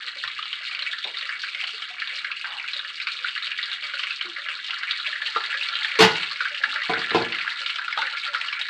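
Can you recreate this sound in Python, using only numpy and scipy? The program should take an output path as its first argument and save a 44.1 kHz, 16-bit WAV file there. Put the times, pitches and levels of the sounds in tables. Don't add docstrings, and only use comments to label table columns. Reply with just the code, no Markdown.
import sys
import numpy as np
from scipy import signal
from scipy.fft import rfft, irfft
from scipy.io import wavfile
from scipy.ndimage import uniform_filter1d

SR = 44100
rng = np.random.default_rng(int(sys.argv[2]) if len(sys.argv) > 2 else 0)


def to_wav(sig):
    pcm = np.clip(np.atleast_2d(sig), -1, 1) * 32767
    pcm = np.round(pcm).astype(np.int16)
    wavfile.write(sys.argv[1], SR, pcm.T)


N = 383229
T = np.arange(N) / SR

# frequency in Hz, relative level in dB per Hz.
KITCHEN = [(30, -40), (60, -27), (120, -9.5), (250, -5), (500, -5), (1000, -38.5), (4000, -2.5),
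           (10000, -38), (15000, -52.5)]
# frequency in Hz, rms level in dB.
HUM = [(59.2, -91), (118.4, -83), (178, -85.5), (231.5, -79), (333, -88.5), (355, -78), (414, -78.5)]
# start in seconds, peak in dB, pitch in Hz.
THUDS = [(0.247, -58, 115)]

# start in seconds,
# level in dB, chatter decay constant in seconds, ring re chatter in dB, pitch favoured by the struck spot in Hz.
LIFT = [(5.3605, -11, .004, 9, 1235), (5.378, -27, .008, 8, 1200)]
CLANKS = [(5.989, -3.5, .018, -9, 1500), (6.005, -3.5, .014, -3, 444), (6.021, -3.5, .012, -5, 2000),
          (6.046, -10, .005, -14, 2900)]
SET_DOWN = [(6.894, -12, .004, 4, 900), (6.921, -23, .005, 3, 350), (6.973, -25, .006, 8, 740),
            (7.112, -26, .008, 0, 460), (7.146, -6, .006, 0, 400), (7.166, -18, .003, -3, 850),
            (7.208, -25, .005, 3, 280)]
# frequency in Hz, relative level in dB per Hz.
CLANK = [(24, -67), (40, -32), (162, -4), (310, -12.5), (438, -1.5), (591, -18.5), (670, -9.5), (881, -4.5),
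         (1160, -8.5), (1450, -11.5), (1640, -10.5), (2990, -9.5), (4400, -12), (5600, -20), (15500, -48.5)]
STOVE_TOP = [(40, -38), (100, -14), (170, -9), (250, -9), (340, -1), (450, -1), (560, -10), (740, -4),
             (1050, -8), (1400, -9), (2200, -13), (4200, -14), (6000, -30), (14000, -42)]
# frequency in Hz, relative level in dB, t60 in seconds.
RIM_MODES = [(460, -14, .11), (900, -16, .1), (1225, 0, .09), (1355, -1, .11), (3800, -5, .07)]
LID_MODES = [(179, -9, .36), (444, 2, .27), (706, -10, .3), (882, -8, .25), (1022, -5, .3),
             (1244, -10, .35), (1460, -6, .5), (1536, -11, .3), (1962, -11, .5), (2068, -7, .33),
             (2505, -7, .28), (2623, -9, .3), (2824, -13, .6), (2912, -7, .3), (3260, -11, .28),
             (3738, -9, .3), (3875, -14, .55), (4765, -13, .25)]
STOVE_MODES = [(119, -10, .35), (175, -7, .35), (243, -8, .28), (350, -2, .17), (385, 0, .11),
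               (458, 0, .25), (600, -11, .16), (703, -3, .16), (744, 0, .16), (853, -11, .18),
               (1015, -3, .2), (1180, -9, .14), (1470, -7, .2)]
# start in seconds, peak in dB, t60 in seconds.
SCRAPES = [(6.93, -34, .7), (7.2, -27, .45)]

# start in seconds, length in seconds, peak in dB, lowest pitch in Hz.
SPUTTERS = [(1.048, 0.024, -35.5, 490), (2.44, 0.14, -31, 756)]
# start in seconds, peak in dB, pitch in Hz.
PLOPS = [(.159, -46, 540), (.245, -35, 1070), (1.049, -40, 470), (1.221, -49, 543), (1.63, -42, 735),
         (1.735, -46, 452), (1.9, -41, 735), (2.129, -48, 570), (2.756, -45, 560), (3.825, -47.5, 575),
         (3.935, -44, 560), (4.245, -41, 339), (4.38, -47, 570), (4.486, -48, 570), (4.692, -43, 760),
         (5.074, -44, 580), (6.602, -44, 554), (6.645, -38, 860), (6.672, -50, 275), (6.75, -43, 581),
         (7.477, -39, 904), (7.607, -46, 550), (7.789, -34, 990), (7.974, -19.5, 902), (8.024, -42, 503),
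         (8.332, -33, 907)]
# start in seconds, level in dB (crack and flurry together), pitch in Hz.
POPS = [(0.2366, -16, 1840), (0.276, -18, 3960), (0.389, -22, 1270), (0.4265, -17, 3180),
        (0.5292, -15, 2920), (0.7485, -17, 2670), (0.7911, -18, 3030), (0.8225, -17, 3890),
        (0.8643, -17, 2730), (0.9304, -19, 1800), (1.0423, -16, 3670), (1.1695, -18, 3690),
        (1.2106, -18, 3680), (1.2914, -16, 1750), (1.4349, -20, 1600), (1.4843, -21, 2330),
        (1.5472, -17, 2120), (1.6014, -19, 2210), (1.6384, -16, 3040), (2.0183, -18, 1700),
        (2.0736, -17, 3700), (2.246, -19, 1570), (2.3151, -18, 2660), (2.4437, -18, 1530),
        (2.5974, -19, 2250), (2.7334, -16, 4010), (2.7925, -18, 3920), (3.0002, -18, 2450),
        (3.0694, -13, 2400), (3.0815, -16, 2500), (3.2441, -14, 1530), (3.2828, -15, 2990),
        (3.377, -18, 1970), (3.4245, -18, 3920), (3.469, -15, 3000), (3.5164, -16, 2690),
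        (3.5872, -17, 1980), (3.6286, -14.5, 3840), (3.7155, -16, 3890), (3.9363, -19, 1480),
        (3.9924, -17, 3170), (4.0349, -16, 2930), (4.1064, -15, 2640), (4.2101, -16, 3010),
        (4.3625, -20, 2030), (4.486, -16, 2730), (4.7068, -13, 2890), (4.8323, -16, 1910),
        (4.9093, -9, 3780), (4.9986, -17, 3670), (5.0641, -15, 2610), (5.218, -17, 1720),
        (5.2614, -15, 2930), (5.5415, -15, 1720), (5.611, -15, 2640), (5.6865, -14, 4300),
        (5.7538, -13, 2930), (5.8455, -13, 1780), (5.9549, -15, 2120), (6.1555, -14, 2670),
        (6.2308, -14, 2910), (6.3125, -16, 4460), (6.4055, -13, 1460), (6.4528, -16, 1520),
        (6.5456, -17, 2960), (6.6363, -9, 1700), (6.7588, -16, 1610), (6.8174, -17, 1910),
        (6.9352, -14, 1500), (7.0168, -15, 1720), (7.1065, -12, 1740), (7.3225, -14, 2910),
        (7.3857, -17, 2590), (7.412, -16, 2100), (7.4768, -15, 1610), (7.6618, -14, 3790),
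        (7.6961, -17, 2890), (7.7581, -17, 2810), (7.7851, -17, 1520), (7.8794, -16, 1390),
        (7.9258, -15, 2190), (7.9745, -15, 1340), (8.0162, -15, 1490), (8.0706, -17, 1750),
        (8.171, -18, 2250), (8.3468, -13, 1360), (8.4122, -17, 3070), (8.4834, -15, 2840),
        (8.5265, -16, 2310), (8.6133, -15, 3790)]
# time in seconds, fine crackle in dB, larger deeper bubbles in dB (before offsets).
SIMMER = [(0.0, -28, -35.5), (0.15, -32.5, -37.5), (2.74, -32.5, -38), (4.12, -30.5, -35.5),
          (4.42, -33.5, -33.5), (5.9, -27, -33.5), (6.4, -31, -37), (6.99, -27, -30.5), (7.44, -30, -33.5),
          (8.69, -31.5, -34)]
# frequency in Hz, relative level in dB per Hz.
SIZZLE = [(400, -36), (750, -39.5), (950, -23.5), (1150, -14), (1400, -8.5), (3000, -2.5), (4400, -0.5),
          (5200, -13), (6300, -14), (8000, -13), (10000, -28), (12000, -58.5), (15000, -68.5)]
# frequency in Hz, width in Hz, gain lid on in dB, gain lid off in dB.
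PAN_MODES = [(571, 30, 1.5, 12.5), (756, 14, -7.5, -2), (868, 50, -9, 12.5), (1379, 42, -4.5, 6.5),
             (1702, 28.5, 7.5, 12), (1960, 47, 1, 0), (2257, 27, 4, 1.5), (2863, 40, 3.5, -3.5)]

HUM_WANDER = 2
RING_RISE_S = 0.0013
CATCHES_PER_S = 260
PLOP_CYCLES = 30
STRAYS_PER_S, STRAY_DB, STRAY_SPREAD_DB = 6, -23, 3.5
STRAY_LOW_HZ, STRAY_HIGH_HZ = 1583, 4610
MID_POP_HZ = 2110
CRACK_DB = 0.5
THUMP_DB, THUMP_DB_PER_OCTAVE = -48, -18
FLURRY_ATTACK_S, FLURRY_DECAY_S = 0.003, 0.024
FINE_DB, COARSE_DB = -1.2, -2.2
LID_OFF_S, LID_SHIFT_S = 4.93, 0.24
TOP_HZ = 15500


def undb(db):
    return 10 ** (np.asarray(db) / 20)


def unit(x):
    return x / np.sqrt(np.mean(x ** 2))


def peak(x):
    return x / np.abs(x).max()


def fade(t, t60):
    return np.exp(-np.log(1000) * t / t60)


def add(out, s, x):
    i = max(int(s * SR), 0)
    out[i:i + len(x)] += x[:max(N - i, 0)]


def band(x, kind, hz, order=2):
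    sos = signal.butter(order, np.minimum(hz, SR / 2 - 1), kind, fs=SR, output="sos")
    return signal.sosfilt(sos, x)


def colour(x, points, size=4096):
    hz, db = np.transpose(points)
    grid_hz = np.arange(size // 2 + 1) * SR / size
    log_gain = np.log(undb(np.interp(np.log(grid_hz + 1), np.log(hz), db)))
    cepstrum = irfft(log_gain)
    cepstrum[1:size // 2] *= 2
    cepstrum[size // 2 + 1:] = 0
    response = irfft(np.exp(rfft(cepstrum)))
    return signal.fftconvolve(x, response)[:len(x)]


def space(x, near_db, near_t60, room_db, room_t60):
    t = T[:SR // 3]
    near, far = rng.standard_normal((2, len(t)))
    near = near * fade(t, near_t60) * (t > .001)
    far = band(far * fade(t, room_t60) * (t > .008), "low", 3900, order=1)
    response = undb(near_db) * near / np.linalg.norm(near) + undb(room_db) * far / np.linalg.norm(far)
    response[0] += 1
    return signal.fftconvolve(x, response)[:len(x)]


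def bubble(t, hz, cycles, rise_cycles=0.24):
    swell = 1 - np.exp(-t * hz / rise_cycles)
    return np.sin(2 * np.pi * hz * t) * swell * fade(t, cycles / hz)


def kitchen():
    hum = np.zeros(N)
    for hz, db in HUM:
        drift = np.cumsum(rng.standard_normal(N)) * HUM_WANDER * hz / SR
        hum += undb(db) * unit(np.sin(2 * np.pi * hz * T + drift))
    air = unit(colour(rng.standard_normal(N), KITCHEN))
    return undb(-66.0) * air + hum


def thuds():
    out = np.zeros(N)
    for s, db, hz in THUDS:
        thud = band(bubble(T[:SR // 2], hz, cycles=13), "bandpass", [70, 200])
        thud = space(thud, near_db=-3, near_t60=.06, room_db=-2.0, room_t60=0.36)
        add(out, s, undb(db) * peak(thud))
    return out


def scrapes():
    out, t = np.zeros(N), T[:SR * 2 // 3]
    for s, db, t60 in SCRAPES:
        caught = rng.random(len(t)) < CATCHES_PER_S / SR
        catches = caught * rng.choice([-1, 1], len(t)) * fade(t, t60)
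        rumble = band(catches, "bandpass", [110, 1200], order=3)
        rumble = band(rumble, "low", 450, order=1)
        rumble = space(rumble, near_db=0, near_t60=.08, room_db=-4, room_t60=.4)
        add(out, s, undb(db) * peak(rumble))
    return out


def lid(blows, surface, modes, blur_hz, spot_db_per_octave):
    out, t = np.zeros(N), T[:SR * 2 // 3]
    hz, mode_db, t60 = np.transpose(modes)[:, :, None]
    for s, db, chatter_s, ring_db, spot_hz in blows:
        chatter = colour(rng.standard_normal(len(t)) * np.exp(-t / chatter_s), surface)
        chatter = space(chatter, near_db=4, near_t60=0.11, room_db=-4, room_t60=0.4)
        gain = undb(mode_db - spot_db_per_octave * np.abs(np.log2(hz / spot_hz)))
        steps = rng.standard_normal((len(hz), len(t)))
        waver = np.cumsum(steps, axis=1) * np.sqrt(2 * np.pi * blur_hz / SR)
        tones = gain * np.sin(2 * np.pi * hz * (t + s) + waver) * fade(t, t60)
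        ring = np.sum(tones, axis=0) * (1 - np.exp(-t / RING_RISE_S))
        ring = band(ring, "low", 1.3 * hz.max(), order=4)
        add(out, s, undb(db) * peak(peak(chatter) + undb(ring_db) * peak(ring)))
    return out


def sputters():
    out, t = np.zeros(N), T[:SR // 2]
    for s, length_s, db, hz in SPUTTERS:
        rush = rng.standard_normal(len(t)) * fade(np.maximum(t - length_s, 0), t60=0.28)
        add(out, s, undb(db) * peak(band(rush, "bandpass", [hz, hz * 2.3], order=4)))
    return out


def plops():
    out, t = np.zeros(N), T[:SR // 3]
    for s, db, hz in PLOPS:
        splash = rng.standard_normal(len(t)) * fade(t, PLOP_CYCLES / hz)
        plop = bubble(t * (1 + 0.6 * t), hz, cycles=PLOP_CYCLES, rise_cycles=4) + undb(1) * splash
        plop = band(plop, "bandpass", [hz * .7, hz * 1.6])
        plop = space(plop, near_db=0, near_t60=.07, room_db=-5, room_t60=.3)
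        add(out, s, undb(db) * peak(plop))
    return out


def stray_pops():
    rows = []
    for k, (when, size, pitch) in enumerate(rng.random((int(STRAYS_PER_S * N / SR), 3))):
        db = STRAY_DB + STRAY_SPREAD_DB * (2 * size - 1)
        hz = STRAY_LOW_HZ * (STRAY_HIGH_HZ / STRAY_LOW_HZ) ** pitch
        rows.append(((k + when) / STRAYS_PER_S, db, hz))
    return rows


def pops():
    out, t = np.zeros(N), T[:SR // 5]
    for s, db, hz in list(POPS) + stray_pops():
        spatter = rng.standard_normal(len(t)) * (fade(t, 0.011) + undb(-15) * fade(t, 0.05))
        crack = bubble(t, hz, cycles=19, rise_cycles=1) + undb(-6.5) * spatter
        crack = band(crack, "bandpass", [1180, 4400], order=6)
        thump = bubble(t, PAN_MODES[0][0], cycles=51) + undb(24.5) * spatter
        thump = band(thump, "bandpass", [330, 900], order=3)
        thump_db = THUMP_DB + THUMP_DB_PER_OCTAVE * np.log2(hz / MID_POP_HZ)
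        pop = peak(crack) + undb(thump_db) * peak(thump)
        pop = space(pop, near_db=2, near_t60=.045, room_db=-7, room_t60=.3)
        add(out, s, undb(db + CRACK_DB) * peak(pop))
    return out


def flurries(stir_db, db_per_octave):
    power, t = np.zeros(N), T[:SR // 2]
    swell = np.minimum(t / FLURRY_ATTACK_S, 1) * np.exp(-t / FLURRY_DECAY_S)
    for s, db, hz in POPS:
        flurry_db = db + stir_db + db_per_octave * np.log2(hz / MID_POP_HZ)
        add(power, s, (undb(flurry_db) * swell) ** 2)
    return np.sqrt(power)


def crackle(per_s, low_hz, high_hz, cycles, spread_db, flurry_db, count=4):
    out = np.zeros(N)
    steps = np.repeat(rng.standard_normal(N // 600 + 1), 600)
    flurry = np.tanh(unit(uniform_filter1d(steps, 300)))
    for _ in range(count):
        spot = np.zeros(N)
        for when, size, pitch, ring in rng.random((int(per_s * N / SR / count), 4)):
            db = -spread_db * np.log(size + 1 / 20) + flurry_db * flurry[int(when * N)]
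            hz = low_hz * (high_hz / low_hz) ** pitch
            burst = bubble(T[:1200], hz, cycles * (.5 + ring), rise_cycles=0.54)
            add(spot, when * N / SR, undb(db) * burst)
        out += space(spot, near_db=-1, near_t60=0.089, room_db=-8.5, room_t60=0.16)
    return out


def sizzle():
    s, fine_db, coarse_db = np.transpose(SIMMER)
    fine_simmer = undb(FINE_DB + np.interp(T, s, fine_db))
    coarse_simmer = undb(COARSE_DB + np.interp(T, s, coarse_db))
    fine_gain = np.hypot(fine_simmer, flurries(stir_db=-26, db_per_octave=6.0))
    coarse_gain = np.hypot(coarse_simmer, flurries(stir_db=-19.5, db_per_octave=-7.0))
    fine = unit(crackle(per_s=420, low_hz=2200, high_hz=5400, cycles=12, spread_db=5.5, flurry_db=3.5))
    hiss = band(rng.standard_normal(N), "high", 3400)
    steam = unit(hiss * uniform_filter1d(np.abs(fine), 64))
    coarse = unit(crackle(per_s=170, low_hz=1080, high_hz=2350, cycles=13, spread_db=3.8, flurry_db=3))
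    low = crackle(per_s=28, low_hz=479, high_hz=1081, cycles=32, spread_db=2, flurry_db=-3)
    low = unit(band(low, "high", 570))
    bright = undb(-3.0) * unit(colour(fine + undb(-6.0) * steam, SIZZLE))
    deep = undb(-2.5) * unit(colour(coarse, SIZZLE)) + undb(-29.5) * low
    return fine_gain * bright + coarse_gain * deep


def pan(oil):
    lid_off = np.clip((T - LID_OFF_S) / LID_SHIFT_S, 0, 1)
    out = oil.copy()
    for hz, width_hz, covered_db, open_db in PAN_MODES:
        ring = signal.lfilter(*signal.iirpeak(hz, hz / width_hz, fs=SR), oil)
        out += undb(covered_db + lid_off * (open_db - covered_db)) * ring
    return out


def scene():
    lift = lid(LIFT, CLANK, RIM_MODES, blur_hz=14, spot_db_per_octave=2)
    lift = band(lift, "bandpass", [320, 4500], order=3)
    clank = lid(CLANKS, CLANK, LID_MODES, blur_hz=1.5, spot_db_per_octave=1.5)
    clank = band(clank, "high", 105, order=3)
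    set_down = lid(SET_DOWN, STOVE_TOP, STOVE_MODES, blur_hz=6, spot_db_per_octave=5)
    set_down = band(set_down, "bandpass", [85, 7000], order=3)
    oil = pan(sizzle()) + pops() + plops() + sputters()
    glass_lid = lift + clank + set_down + scrapes()
    return (oil + glass_lid + thuds() + kitchen())[None]


def record(dry):
    sos = signal.ellip(8, .2, 70, TOP_HZ, fs=SR, output="sos")
    return signal.sosfilt(sos, np.clip(dry, -1, 1))


dry = scene()
out = record(dry)
to_wav(out)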